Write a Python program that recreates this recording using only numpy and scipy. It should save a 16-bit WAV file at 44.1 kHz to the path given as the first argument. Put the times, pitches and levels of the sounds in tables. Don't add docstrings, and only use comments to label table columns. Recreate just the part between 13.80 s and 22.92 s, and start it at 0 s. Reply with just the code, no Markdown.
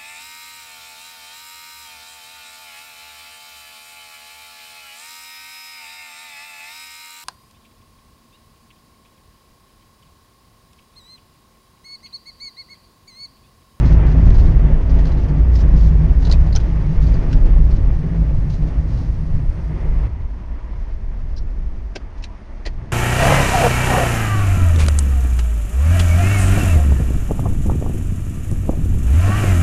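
import sys
import numpy as np
from scipy import signal
from scipy.fft import rfft, irfft, next_fast_len
from scipy.io import wavfile
from scipy.ndimage import uniform_filter1d

SR = 44100
rng = np.random.default_rng(int(sys.argv[2]) if len(sys.argv) > 2 else 0)


def master_out(mix):
    frames = np.transpose(np.atleast_2d(mix))
    ceiling = np.clip(frames, -1, 1)
    pcm = np.round(ceiling * 32767).astype(np.int16)
    wavfile.write(sys.argv[1], SR, pcm)


N = 402191


def from_db(db):
    return 10 ** (np.asarray(db) / 20)


def unit_rms(x):
    return x / np.sqrt(np.mean(x ** 2) + 1e-20)


def curves(segments):
    times, *columns = np.concatenate(segments).T
    return [np.interp(np.arange(N) / SR, times, column) for column in columns]


def drift(rate_hz):
    pole = np.exp(-80 * np.pi * rate_hz / SR)
    slow = signal.lfilter([1], [1, -2 * pole, pole * pole], rng.standard_normal(N // 40 + 2002))[2000:]
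    return np.interp(np.arange(N) / 40, np.arange(len(slow)), unit_rms(slow))


def colour(x, spectrum):
    hz, db = np.transpose(spectrum)
    size = next_fast_len(N)
    log_hz = np.log(np.arange(1, size // 2 + 2) * SR / size)
    gain = from_db(np.interp(log_hz, np.log(hz), db, -150, -150))
    return unit_rms(irfft(rfft(x, size) * gain, size)[:N])


def noise(spectrum):
    return colour(rng.standard_normal(N), spectrum)


def evened(x, span_s):
    size = int(span_s * SR)
    return x / np.sqrt(uniform_filter1d(uniform_filter1d(x * x, size), size) + 0.00085)


def resonate(x, hz, width_hz):
    r = np.exp(-np.pi * width_hz / SR)
    poles = [1, -2 * r * np.cos(2 * np.pi * hz / SR), r * r]
    return unit_rms(signal.lfilter([1, 0, -1], poles, signal.lfilter([1, 0, -1], poles, x)))


def ringing(modes):
    return unit_rms(sum(from_db(db) * resonate(rng.standard_normal(N), hz, width_hz)
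                        for hz, width_hz, db in modes))


def swelling(base_db, swells, column=2, edge_s=0.045):
    t, power = np.arange(N) / SR, from_db(2 * base_db)
    for start, length, db in np.array(swells)[:, [0, 1, column]]:
        ramp = np.clip(np.minimum(t - start, start + length - t) / edge_s + .5, 0, 1)
        power = power + from_db(2 * db) * ramp ** 2
    return np.sqrt(power)


# f/Hz, level/dB
HISS_SPECTRUM = [(7600, -30), (8300, -3), (8600, 0), (9700, 0), (10000, -10), (10700, -24)]

def input_hiss(level_db=-72.5, step_s=6.278, step_db=-8):
    db = level_db + step_db * (np.arange(N) > step_s * SR)
    return from_db(db + 0.66 * drift(15.0)) * noise(HISS_SPECTRUM)


# t/s, low note/dB, high note/dB
SCRUB_LEVELS = [
    [(5.75, -67, -80), (5.95, -58, -56), (6.15, -60, -55), (6.27, -52, -56), (6.29, -53, -65),
     (6.42, -55, -62), (6.55, -60, -86.5), (6.85, -55, -69), (7.0, -60, -71), (7.2, -63, -72.5),
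     (7.4, -74, -80), (8.28, -70, -73), (8.38, -55, -67), (8.49, -54, -67), (8.6, -71, -74)],
]
# f/Hz, width/Hz
SCRUB_BANDS = [(975, 100), (2050, 230)]

def tyre_scrub():
    return sum(from_db(db + 1.5 * drift(12.0)) * evened(ringing([(*band, 0)]), 0.09)
               for db, band in zip(curves(SCRUB_LEVELS), SCRUB_BANDS))


# t/s, tyre roar/dB, air hiss/dB
ROLLING_LEVELS = [
    [(0.0, -29, -36), (0.8, -30, -41), (2.93, -35, -42.5), (3.46, -32, -42), (4.21, -35.5, -45.5),
     (5.75, -39, -47), (6.1, -37, -46), (6.27, -38.5, -43)],
    [(6.28, -46, -51.5), (6.56, -45.5, -50.5), (7.1, -45, -49), (7.26, -46.5, -52), (7.81, -45, -53),
     (8.3, -48, -51), (8.77, -46, -50), (8.95, -46, -50), (9.12, -45, -50)],
]
# f/Hz, level/dB
ROAR_SPECTRUM = [(110, -29), (180, -8.5), (209, -3.5), (252, -7), (297, -8.5), (340, -8.5), (471, -15),
                 (554, -15), (800, -25.5), (1040, -58.5), (1760, -120)]
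AIR_SPECTRUM = [(380, -26.5), (650, -2), (683, -3.5), (734, -8.5), (878, -4), (1030, -8), (1150, -7.5),
                (1400, -12.5), (1600, -12.5), (1850, -11), (2360, -16.5), (2570, -18), (3600, -27.5),
                (4680, -64.5), (7920, -120)]

def rolling():
    roar_db, air_db = curves(ROLLING_LEVELS)
    surface = drift(8.0)
    roar = from_db(roar_db + surface + 0.64 * drift(26.0)) * noise(ROAR_SPECTRUM)
    air = from_db(air_db + 1.12 * surface + 0.41 * drift(43.0)) * noise(AIR_SPECTRUM)
    return roar + air


# f/Hz, level/dB
SHUDDER_SPECTRUM = [(30, -11.5), (40, 3), (70, -3), (110, -15.5), (200, -28.5), (260, -40)]

def engine_shudder(level_db=-34):
    return from_db(level_db) * noise(SHUDDER_SPECTRUM)


# t/s, rumble/dB, base thud/dB
FLOOR_SHAKE = [
    [(0.3, -15.5, -23), (0.73, -16, -14.5), (0.86, -22, -14.5), (1.73, -21, -21), (3.24, -21, -19.5),
     (3.68, -23, -14.5), (4.49, -24, -26), (5.22, -26, -23.5), (5.54, -23.5, -23), (5.92, -30.5, -31),
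     (6.1, -26, -16), (6.27, -28, -26)],
    [(6.28, -30.5, -27), (6.78, -42, -30.5), (7.65, -33.5, -27.5), (8.18, -44.5, -33.5), (8.72, -49, -32),
     (9.05, -36, -33)],
]
# f/Hz, level/dB
RUMBLE_SPECTRUM = [(36, -25.5), (62, -8.5), (81, -3), (113, -6.5), (156, -17.5), (200, -23), (260, -45.5),
                   (440, -120)]

def road_rumble(rumble_db):
    return from_db(rumble_db + 2.5 * drift(5.5)) * evened(noise(RUMBLE_SPECTRUM), 0.11)


# t/s, length/s, cabin/dB, tyre ring/dB
ROUGH_PATCHES = [(0.032, 0.17, -19, -34), (0.306, 0.19, -24.5, -33), (0.655, 0.097, -24, -48.5),
                 (0.804, 0.14, -19.5, -38), (1.093, 0.22, -24.5, -35), (1.48, 0.14, -21, -33.5),
                 (1.853, 0.44, -19.5, -39), (2.344, 0.41, -25, -38.5), (2.791, 0.036, -30, -40),
                 (2.887, 0.1, -22, -36.5), (3.036, 0.11, -21, -37.5), (3.194, 0.24, -23.5, -37),
                 (3.484, 0.095, -20.5, -30), (3.756, 0.15, -22, -42), (3.968, 0.036, -24.5, -40),
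                 (4.054, 0.03, -20, -45), (4.174, 0.41, -23, -40.5), (4.633, 0.1, -25.5, -51),
                 (4.783, 0.12, -24, -40.5), (4.975, 0.082, -26.5, -52), (5.095, 0.034, -28, -45),
                 (5.289, 0.034, -32, -48), (5.405, 0.25, -28, -48), (5.764, 0.06, -31, -47),
                 (5.882, 0.078, -26, -45), (6.033, 0.108, -28, -53), (6.195, 0.034, -31, -45)]
# f/Hz, width/Hz, level/dB
TYRE_MODES = [(212.7, 5.5, -13), (263.8, 10, 0.5), (325, 18, -8)]
CABIN_MODES = [(150.7, 15, 2), (165.1, 14, -2)]
# t/s, f/Hz
HUM_PITCH = [(0.0, 144.8), (0.25, 161.6), (0.78, 138.6), (0.9, 167.1), (0.98, 148.1), (1.1, 166.6),
             (1.41, 138.8), (1.61, 155.6), (1.68, 139.4), (2.32, 155.1), (2.48, 143.8), (2.62, 160.6),
             (2.88, 163.4), (3.13, 144.4), (4.31, 157.1), (4.98, 143.7), (5.14, 169.7), (5.63, 146.6),
             (5.76, 163.7), (6.19, 155.5), (6.23, 142.7), (6.5, 151.8)]

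def cavity_ring(rumble_db, hum_db=-3):
    cycles = np.cumsum(curves([HUM_PITCH])[0] * (1 + 0.02 * drift(6.0))) / SR
    hum = from_db(hum_db) * np.sqrt(2) * np.sin(2 * np.pi * cycles)
    cabin_gain = swelling(rumble_db - 10.5 + 4.0 * drift(7.0), ROUGH_PATCHES)
    tyre_gain = swelling(rumble_db - 21, ROUGH_PATCHES, column=3)
    return cabin_gain * evened(hum + ringing(CABIN_MODES), 0.14) + tyre_gain * ringing(TYRE_MODES)


# f/Hz, level/dB
TRIM_NOTES = [(3435, -3), (3720, -4), (3995, 0), (4085, -2), (4212, -2), (4393, 0), (4600, -3), (4822, 0),
              (5170, -3), (5275, -2), (5498, -3), (5890, 0), (6325, -2), (6800, -6)]

def trim_ring(t, hz, reach_hz=700, spread_db=2.5):
    mode_hz, db = np.transpose(TRIM_NOTES)
    scatter, phase = rng.standard_normal((2, len(mode_hz)))
    gains = from_db(db + spread_db * scatter) * np.exp(-((mode_hz - hz) / reach_hz) ** 2)
    return unit_rms(gains @ np.sin(2 * np.pi * (mode_hz[:, None] * t + phase[:, None])))


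# t/s, length/s, tick/dB, rustle/dB
RATTLE_SPELLS = [(0.023, .12, -43, -53), (0.262, .1, -45, -58), (0.448, .28, -53, -58),
                 (1.09, .42, -54, -65.5), (1.729, .1, -50, -51.5), (1.955, .14, -49, -54),
                 (2.401, .05, -40, -53), (3.21, .15, -55, -58.5), (3.894, .07, -44, -59),
                 (4.69, .065, -56, -56), (5.082, .2, -55, -59.5)]

def rattle_ticks(gap_s=.048, spread_db=2.2):
    rows = []
    for start, length, db, _ in RATTLE_SPELLS:
        for i, (late, loud, high, mid) in enumerate(rng.standard_normal((16, 4))):
            onset = start + gap_s * (i + .25 * abs(late))
            ring_hz, hollow_hz = 3900 * (1 + 0.19 * abs(high)), 1650 * (1 + 0.14 * mid)
            if onset < start + length:
                rows.append((onset, db + spread_db * loud, ring_hz, .4, -2, hollow_hz, 5))
    return rows


# f/Hz, level/dB
TREBLE_SPECTRUM = [(2300, -35), (2900, -13), (3600, -8), (4200, -6), (4900, -6), (6100, -9), (7400, -18),
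                   (7950, -36), (8500, -22), (9500, -23), (10100, -30), (10800, -44)]
MIDDLE_SPECTRUM = [(900, -19.5), (1300, -9.5), (1890, -2.5), (2500, -2), (3200, -7), (4000, -28.5)]
THUMP_SPECTRUM = [(170, -25), (260, -3), (340, 0), (520, -1), (680, -3), (900, -10), (1200, -25)]
# t/s, level/dB
BUZZ_LEVELS = [
    [(0.0, -57), (0.86, -60), (3.54, -57.5), (3.7, -60), (6.15, -62), (6.27, -60)],
    [(6.28, -66.5), (6.62, -68), (7.1, -65.5), (7.24, -67), (8.21, -67), (9.12, -65.5)],
]
# t/s, level/dB, ring/Hz, ring share/0-1, hollow/dB re level, hollow/Hz, thump/dB re level
TRIM_CREAKS = [(0.4567, -41, 3600, .3, -2, 1700, -5), (0.4966, -39, 4000, .3, -2, 1700, -5),
               (0.5432, -38, 4000, .3, -2, 1700, -5), (0.5814, -40, 4000, .3, -2, 1700, -5),
               (0.5944, -40, 4200, .3, -2, 1700, -5), (0.6533, -43, 4000, .3, -2, 1700, -5),
               (1.095, -42, 4500, .3, -4, 1600, 0), (1.1864, -35, 3400, .4, -2, 1465, 14),
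               (1.2526, -35, 4460, .3, -3, 1510, 9), (1.268, -39, 4400, .4, -4, 1600, 0),
               (1.3162, -39, 4200, .3, -2, 2200, 0), (1.3686, -44, 3900, .5, -4, 1600, 0),
               (1.485, -45, 4600, .4, -4, 1600, 0), (1.753, -27, 5100, .6, -12, 1900, -8),
               (1.785, -42, 5100, .6, -12, 1600, -4), (1.803, -38, 5500, .4, -8, 1600, -4),
               (1.9668, -41, 4400, .4, -4, 1600, 0), (2.4486, -24, 3900, .85, -12, 1494, 4),
               (2.467, -29, 4040, .7, -7, 1510, 11), (2.4947, -29, 4827, .6, -14, 1440, 13),
               (2.5127, -8, 4400, .75, -20, 1440, -12), (2.522, -11, 4400, .7, -17, 1980, -8),
               (2.5324, -28, 3730, .5, -2, 2480, 12), (2.662, -48, 4000, .3, 3, 1000, 28),
               (2.7245, -24, 4350, .9, -17, 2100, -4), (2.75, -17, 5100, .6, -24, 2760, 0),
               (2.7595, -8.5, 6000, .65, -15, 1399, -5), (2.765, -30, 5600, .2, 2, 1500, 12),
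               (2.7994, -39, 4040, .5, 1.5, 1430, 10), (3.222, -39, 3600, .3, -6, 1600, 0),
               (3.267, -36, 4400, .6, -2, 1580, 8), (3.338, -38, 4600, .5, -6, 1600, 0),
               (3.5099, -42, 4095, .4, 2, 1484, 14), (3.5275, -28.5, 5350, .25, 0, 1453, 11),
               (3.654, -45, 4355, .5, 6, 1000, 28), (4.698, -42, 4300, .3, 2, 1100, 6),
               (4.733, -42, 4200, .3, 0, 2100, 4), (4.823, -52, 4000, .3, 4, 1500, 25),
               (4.872, -52, 4000, .3, 5, 1600, 20), (5.171, -48, 4600, .4, 2, 1500, 18),
               (7.562, -34, 5400, .95, -20, 1600, -12), (7.568, -35, 4400, .95, -20, 1600, -12),
               (7.577, -35, 4400, .95, -20, 1600, -12), (7.58, -36, 5450, .95, -20, 1600, -12),
               (8.1527, -26, 5610, .4, -8, 2202, 2), (8.1565, -22, 4574, .5, 0, 1560, 7),
               (8.377, -49, 4150, .3, 0, 1660, 0), (8.423, -38, 5360, .4, -7, 2570, -17),
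               (8.4378, -21, 3950, .3, -6, 2550, -21), (8.8523, -28, 4400, .6, -1, 1900, -8),
               (8.8608, -17, 4400, .65, -10, 1900, -1), (8.8706, -32, 4500, .6, 4, 1900, 4)]

def loose_trim(contacts_per_s=9000.0, spread_db=0.88, crest_db=7, attack_s=.003):
    sizes = from_db(spread_db * np.minimum(rng.exponential(1, N), 4)) * rng.choice([-1, 1], N)
    contacts = sizes * (rng.random(N) < contacts_per_s / SR)
    treble = colour(contacts, TREBLE_SPECTRUM)
    middle = colour(contacts, MIDDLE_SPECTRUM)
    thump = colour(contacts, THUMP_SPECTRUM)
    out = swelling(curves(BUZZ_LEVELS)[0], RATTLE_SPELLS, column=3) * from_db(drift(15.0)) * treble
    for start, db, ring_hz, share, hollow_db, hollow_hz, thump_db in TRIM_CREAKS + rattle_ticks():
        span = slice(int(start * SR), min(int(start * SR) + SR // 10, N))
        t = np.arange(span.stop - span.start) / SR
        ring = trim_ring(t, ring_hz) + from_db(-2.5) * resonate(treble[span], ring_hz, width_hz=1000)
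        bright = np.sqrt(1 - share) * treble[span] + np.sqrt(share) * unit_rms(ring)
        hollow = 1.3 * middle[span] + 0.9 * resonate(middle[span], hollow_hz, width_hz=310)
        hollow += 2.2 * share * np.sin(2 * np.pi * hollow_hz * t)
        t60_s = np.clip(.062 - .0011 * (db + 40), .02, .2)
        envelope = (1 - np.exp(-t / attack_s)) * from_db(db - crest_db - 60 * t / t60_s)
        out[span] += envelope * (bright + from_db(hollow_db) * hollow + from_db(thump_db) * thump[span])
    return out


# t/s, length/s, level/dB
SUSPENSION_JOLTS = [(0.083, 0.07, -8), (0.169, 0.054, -13.5), (0.268, 0.069, -10.5), (0.442, 0.24, -8),
                    (0.733, 0.097, -13.5), (0.887, 0.12, -12.5), (1.118, 0.15, -12), (1.366, 0.039, -16),
                    (1.871, 0.12, -10.5), (2.022, 0.078, -13), (2.136, 0.036, -13), (2.244, 0.072, -16.5),
                    (2.356, 0.058, -11), (2.481, 0.19, -11), (2.713, 0.074, -12), (2.837, 0.048, -13.5),
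                    (3.082, 0.05, -13), (3.164, 0.05, -9), (3.347, 0.06, -16), (3.453, 0.038, -19),
                    (3.529, 0.32, -7.5), (3.888, 0.076, -12), (4.044, 0.083, -13), (4.158, 0.098, -13),
                    (4.525, 0.076, -13), (4.812, 0.06, -16), (5.401, 0.034, -14), (5.52, 0.059, -12.5),
                    (5.668, 0.044, -11), (6.099, 0.044, -19), (6.171, 0.035, -13), (6.421, 0.054, -22),
                    (6.972, 0.075, -23), (7.102, 0.07, -22), (7.226, 0.79, -22), (8.391, 0.055, -23.5),
                    (8.732, 0.05, -25), (8.836, 0.144, -22)]
# f/Hz, level/dB
THUD_SPECTRUM = [(10, -10), (16, -2), (27, 3), (36, 0), (46, -15.5)]

def suspension(base_db):
    return swelling(base_db + 1.8 * drift(5.0), SUSPENSION_JOLTS) * evened(noise(THUD_SPECTRUM), 0.07)


# t/s, f/Hz, base level/dB
DRONE_TRACK = [
    [(0.0, 57.3, -14), (0.56, 51.18, -14.5), (1.2, 50.1, -19.5), (1.71, 55.34, -18.5), (2.09, 48.13, -12),
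     (2.6, 55.6, -14), (3.16, 51.12, -21.5), (3.3, 55, -17), (3.56, 45.08, -23.5), (3.79, 53.8, -22.5),
     (4.66, 48.88, -24), (5.68, 55, -27), (6.01, 51.42, -21.5), (6.27, 56.2, -20.5)],
    [(6.28, 57.0, -25), (6.73, 54.6, -33), (6.99, 48.9, -29), (7.14, 51.8, -33), (7.59, 46.6, -36.5),
     (7.97, 53.2, -30), (8.72, 52.5, -48), (9.12, 55.4, -35)],
]
# t/s, length/s, level/dB
DRONE_SURGES = [(0.014, 0.3, -11.5), (0.345, 0.61, -10.5), (1.072, 0.154, -10.5), (1.251, 0.35, -18.5),
                (1.576, 0.63, -11), (2.295, 0.34, -14.5), (2.744, 0.12, -13.5), (2.953, 0.046, -17),
                (3.061, 0.03, -21), (3.181, 0.2, -12.5), (3.508, 0.055, -12.5), (3.686, 0.25, -11),
                (4.025, 0.12, -13.5), (4.358, 0.15, -12), (4.56, 0.096, -16.5), (4.809, 0.048, -16),
                (4.941, 0.071, -14.5), (5.128, 0.047, -16), (5.278, 0.053, -14.5), (5.673, 0.036, -18.5),
                (6.074, 0.067, -18), (6.298, 0.28, -26.5), (6.691, 0.11, -25.5), (6.848, 0.038, -26),
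                (6.948, 0.065, -28.5), (7.112, 0.082, -26.5), (7.303, 0.062, -29), (7.463, 0.083, -24),
                (7.585, 0.052, -24), (7.693, 0.22, -25.5), (7.99, 0.13, -25.5)]
# f/Hz, level/dB
BODY_SPECTRUM = [(30, -22), (38, -8.5), (50, -1), (64, -4.5), (75, -19)]

def drive_line():
    hz, base_db = curves(DRONE_TRACK)
    cycles = np.cumsum(hz * (1 + 0.04966 * drift(6.35))) / SR
    drone = np.sqrt(2) * np.sin(2 * np.pi * cycles) + from_db(-0.4) * noise(BODY_SPECTRUM)
    return swelling(base_db + 1.8 * drift(7.5), DRONE_SURGES) * evened(drone, 0.086)


def scene(boom_gain_db=-.8):
    rumble_db, thud_db = curves(FLOOR_SHAKE)
    boom = from_db(boom_gain_db) * (drive_line() + suspension(thud_db))
    road = road_rumble(rumble_db) + cavity_ring(rumble_db)
    background = engine_shudder() + rolling() + tyre_scrub() + input_hiss()
    return (boom + road + background + loose_trim())[None]


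def record(dry, clip_level=.76, coupling_hz=4.5, stopband_hz=11200):
    clipped = np.clip(dry, -clip_level, clip_level)
    coupled = signal.sosfilt(signal.butter(1, coupling_hz, "high", fs=SR, output="sos"), clipped)
    return signal.sosfilt(signal.cheby2(12, 70, stopband_hz, fs=SR, output="sos"), coupled)


dry = scene()
out = record(dry)
master_out(out)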